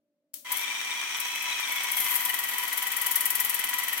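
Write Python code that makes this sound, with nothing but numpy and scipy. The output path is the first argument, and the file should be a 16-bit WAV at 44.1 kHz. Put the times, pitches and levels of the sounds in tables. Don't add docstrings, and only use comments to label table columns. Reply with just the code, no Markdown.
import sys
import numpy as np
from scipy import signal
from scipy.fft import rfft, irfft
from scipy.io import wavfile
from scipy.ndimage import uniform_filter1d

SR = 44100
rng = np.random.default_rng(int(sys.argv[2]) if len(sys.argv) > 2 else 0)


def store_pcm(level_fs):
    pcm = np.round(np.clip(level_fs, -1, 1) * 32767).astype(np.int16)
    wavfile.write(sys.argv[1], SR, np.atleast_2d(pcm).T)


N = 176400

START_S, SPINUP_S = 0.445, 0.005
FREE_HZ, LOADED_HZ = 26, 20.25
STROKE_S = 3.165
TEETH_PER_STROKE, SAG, WHINE_JITTER = 94, .02, .012
WHINE_THROB_DB, RATTLE_THROB_DB = 7, 1.38
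UPPER_RATIO, UPPER_DB = 1.55, -9
BROAD_DB, GRIT_DB = -2.5, 2
# time_s, stroke_rate_hz, rattle_db, whine_db (relative levels)
PUMP_COURSE = [(.45, 21.5, -44.5, -45), (.52, 22, -34, -48), (.62, 25, -35.5, -40), (1.1, 25.5, -35.5, -42),
               (1.3, 27.2, -36, -39), (1.55, 27, -35, -39), (1.7, 24, -34, -37), (1.95, 23.2, -33.5, -38.5),
               (2.1, 21.8, -31, -46), (2.3, 20.8, -34, -44.5), (4.0, 20.8, -33.5, -43)]
# pitch_hz, width_hz, dry_pump_db,
# filled_pump_db (relative levels)
HOUSING_MODES = [(777.3, 16.3, -24, -16.5), (987.5, 11, -4.5, -2), (1148.5, 25, -16.5, -12.5),
                 (1309, 25, -12, -14), (1503, 15, -24, -13.5), (1942, 29, -8, -3.5), (2047, 36, -4.5, -1),
                 (2194, 39, -1.5, -7.5), (2368, 79, 0.5, -5.5), (2602, 54, -3, -7), (3088, 187, 2.5, 1),
                 (3308, 88, 1.5, -9.5), (3820, 86, -9, -16.5), (5715, 590, 2.5, -5)]
# (relative, per Hz)
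RATTLE_COLOUR = [(25, -40), (100, -28), (290, -16), (690, -17.5), (1000, -3), (1600, -6.5), (2400, 1.5),
                 (2760, -4), (3500, -11.5), (4400, -7), (6000, -15.5), (8500, -6.5), (11000, -17.5)]
# (relative, per Hz)
KNOCK_COLOUR = [(100, -35), (600, -20.5), (950, -4), (20000, 3.5)]


def motor(t):
    time_s, *courses = np.array(PUMP_COURSE).T
    rate, rattle_db, whine_db = (np.interp(t, time_s, course) for course in courses)
    load = np.clip((FREE_HZ - rate) / (FREE_HZ - LOADED_HZ), 0, 1)
    strokes = np.cumsum(rate) / SR
    push = np.cos(2 * np.pi * (strokes - np.interp(STROKE_S, t, strokes)))

    grit = grains(900, GRIT_DB) * undb(RATTLE_THROB_DB * load * push)
    body = undb(BROAD_DB) * grit * hiss(RATTLE_COLOUR)
    knocks = grit * hiss(KNOCK_COLOUR)
    for pitch_hz, width_hz, dry_db, full_db in HOUSING_MODES:
        mode = level(ring(knocks, pitch_hz, width_hz), dry_db)
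        body = body + mode * undb(load * (full_db - dry_db) - 7.5)

    speed = 1 - SAG * load * np.roll(push, 300) + WHINE_JITTER * walk(150)
    phase = 2 * np.pi * np.cumsum(TEETH_PER_STROKE * rate * speed) / SR
    upper_gain = undb(UPPER_DB + 4.7 * walk(90))
    whine = stereo_tone(phase) + upper_gain * stereo_tone(UPPER_RATIO * phase)
    throb_db = (3.0 + WHINE_THROB_DB * load) * push
    whine = whine * undb(whine_db + throb_db + 2.36 * walk(60))

    spinup = np.clip((t - START_S) / SPINUP_S, 0, 1)
    return (body * undb(rattle_db) + whine) * spinup


def stereo_tone(phase):
    return np.array([undb(5.0) * np.sin(phase), undb(-3.0) * np.sin(phase + 1.6)])


SPURT_DB, LINGER_DB, DROPS_DB = -9.5, -10, 1
RISE_S, HOLD_S, FALL_S, LINGER_S = 0.0017, 0.0034, 0.0058, 0.036
# (relative, before SPURT_DB)
SPURT_TIMES = [(0.4853, -41), (0.519, -12.5), (0.5682, -17), (0.63, -31), (1.1678, -27), (1.1992, -17.5),
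               (1.2721, -32), (1.3155, -36), (1.3519, -27), (1.4222, -23), (1.527, -38), (1.5579, -33),
               (1.599, -23.5), (1.6792, -27), (1.719, -20.5), (1.757, -24), (1.8338, -21), (1.915, -15),
               (1.9675, -16), (2.0003, -15), (2.043, -19), (2.113, -18.5), (2.1543, -13.5), (2.203, -20.5),
               (2.25, -12), (2.2938, -18.5), (2.34, -16.5), (2.389, -16.5), (2.437, -18), (2.4863, -20.5),
               (2.5342, -25), (2.5816, -17), (2.6325, -20), (2.6779, -21), (2.7268, -17.5), (2.774, -14.5),
               (2.8235, -18), (2.869, -17), (2.9173, -17.5), (2.9652, -14), (3.0145, -14), (3.0625, -12),
               (3.1104, -11.5), (3.156, -8.5), (3.206, -13.5), (3.2546, -9.5), (3.303, -12.5),
               (3.351, -12.5), (3.399, -10), (3.4461, -14), (3.495, -13), (3.5426, -14), (3.5908, -16.5),
               (3.6402, -16.5), (3.689, -17), (3.737, -17.5), (3.7846, -15), (3.8343, -20), (3.8811, -18),
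               (3.929, -18), (3.9759, -20.5)]
# (relative, per Hz)
SPURT_COLOUR = [(30, -29), (300, -21), (2000, -26), (5000, -13.5), (8000, -4), (11000, 2), (14000, 2.5),
                (16000, -7.5)]
# time_s, level_db (before its random wavering)
SPRAY_COURSE = [(.46, -68), (.52, -47), (.62, -40), (.7, -66), (1.15, -55.5), (1.5, -52), (1.85, -48),
                (2.0, -32), (2.15, -28), (2.3, -42), (2.55, -38), (2.9, -50), (3.2, -47), (3.5, -52.5),
                (3.8, -53), (4.0, -41)]
# (relative, per Hz)
SPRAY_COLOUR = [(2500, -28), (4000, -29), (7750, -10), (13500, 1.5), (16000, -15.5)]


def water(t):
    kicks = np.zeros(N)
    for start_s, level_db in SPURT_TIMES:
        kicks[int((start_s + HOLD_S) * SR)] = undb(level_db + SPURT_DB)
    held = sum(np.roll(kicks, -j) for j in range(int(HOLD_S * SR)))
    tails = fade(kicks, FALL_S) + undb(LINGER_DB) * fade(kicks, LINGER_S)
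    shape = uniform_filter1d(held + tails, int(RISE_S * SR) + 1)
    spurts = shape * grains(1500, DROPS_DB) * hiss(SPURT_COLOUR)

    spray_db = np.interp(t, *np.array(SPRAY_COURSE).T) + 1.7 * walk(40)
    spray = undb(spray_db) * grains(1200, 2.2) * hiss(SPRAY_COLOUR)
    return spurts + spray * (t > START_S)


CLICK_S, CLICK_DB, CLICK_TAIL_DB = .3405, -27.5, -12
CLICK_T60_S, TAIL_T60_S = .015, 0.34
PRESS_LEAD_S, PRESS_DB = .005, -8.5
# (relative, per Hz)
CLICK_COLOUR = [(300, -12), (700, -14), (1500, -8.5), (3600, 3.5), (8000, 8), (13000, 9.5), (16000, 6.5)]


def button():
    kicks = np.zeros(N)
    kicks[int(CLICK_S * SR)] = undb(CLICK_DB)
    kicks[int((CLICK_S - PRESS_LEAD_S) * SR)] = undb(CLICK_DB + PRESS_DB)
    t60_ratio = np.log(1000)
    snap = fade(kicks, CLICK_T60_S / t60_ratio)
    basin = undb(CLICK_TAIL_DB) * fade(kicks, TAIL_T60_S / t60_ratio)
    return (snap + basin) * hiss(CLICK_COLOUR)


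ROOM_DB = -71
# pitch_hz, level_db (relative)
FRIDGE_LINES = [(240, -80.5), (296, -72), (540, -79), (588, -73), (637, -80)]
# (relative, per Hz)
ROOM_COLOUR = [(40, -33), (101, -24), (290, -4), (467, -20), (585, -11), (733, -25), (16000, -41)]


def kitchen(t):
    hum = 0
    for pitch_hz, level_db in FRIDGE_LINES:
        gain = undb(level_db + 1 + 3.0 * walk(24.5))
        hum = hum + gain * np.sin(2 * np.pi * pitch_hz * t + 0.46 * walk(12))
    return hum + undb(ROOM_DB) * hiss(ROOM_COLOUR)


# pitch_hz, correlation (-1 to 1)
PORT_LIKENESS = [(60, 0.62), (130, 0.55), (290, 0.89), (640, 0.56), (1410, 0.29), (3100, -0.041),
                 (6820, -0.045), (15000, 0.073)]
# pitch_hz, left_minus_right_db
LEFT_LEAN = [(60, 0.0), (110, -0.5), (200, -0.5), (380, -1.5), (700, -1.5), (1290, 1.5), (2380, 3.5),
             (4400, -3), (8120, 3), (15000, 12.5)]


def hiss(colour):
    log_hz = np.log(np.arange(N // 2 + 1) * SR / N + 1)

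    def curve(table):
        pitch_hz, value = np.array(table).T
        return np.interp(log_hz, np.log(pitch_hz), value)

    likeness = np.clip(curve(PORT_LIKENESS), -.95, .95)
    mid, side = rfft(rng.standard_normal((2, N)))
    mid = np.sqrt(1 + likeness) * mid
    side = np.sqrt(1 - likeness) * side
    pair = np.array([mid + side, mid - side])
    port_db = curve(colour) + np.array([[.5], [-.5]]) * curve(LEFT_LEAN)
    return level(irfft(pair * undb(port_db), N), 0)


def ring(x, hz, width):
    r = np.exp(-np.pi * width / SR)
    return signal.lfilter([1], [1, -2 * r * np.cos(2 * np.pi * hz / SR), r * r], x)


def walk(rate):
    k = int(SR / rate)
    steps = np.repeat(rng.standard_normal(N // k + 1), k)
    return 1.209 * uniform_filter1d(steps, k)[:N]


def grains(rate, spread_db):
    k = int(SR / rate)
    size = np.minimum(rng.exponential(size=N // k + 1), 5)
    steps = np.repeat(undb(spread_db * size), k)
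    return level(uniform_filter1d(steps, k)[:N], 0)


def fade(x, seconds):
    return signal.lfilter([1], [1, -np.exp(-1 / (seconds * SR))], x)


def undb(db):
    return 10 ** (np.asarray(db) / 20)


def level(x, db):
    return x * undb(db) / np.sqrt(np.mean(x ** 2))


def scene():
    t = np.arange(N) / SR
    return motor(t) + water(t) + button() + kitchen(t)


DUCK_DB, DUCK_BELOW_DB, DUCK_HOLD_S = -14, -75, .2
TOP_HZ = 15900


def record(dry):
    highpass = signal.butter(4, 2000, "high", fs=SR, output="sos")
    treble = np.abs(signal.sosfilt(highpass, dry[0]))
    treble_level = fade(treble, DUCK_HOLD_S) / (DUCK_HOLD_S * SR)
    busy = treble_level > undb(DUCK_BELOW_DB)
    gain = undb(DUCK_DB * (1 - uniform_filter1d(1. * busy, size=200)))
    lowpass = signal.ellip(10, .2, 80, TOP_HZ, fs=SR, output="sos")
    return signal.sosfilt(lowpass, dry * gain)


dry = scene()
out = record(dry)
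store_pcm(out)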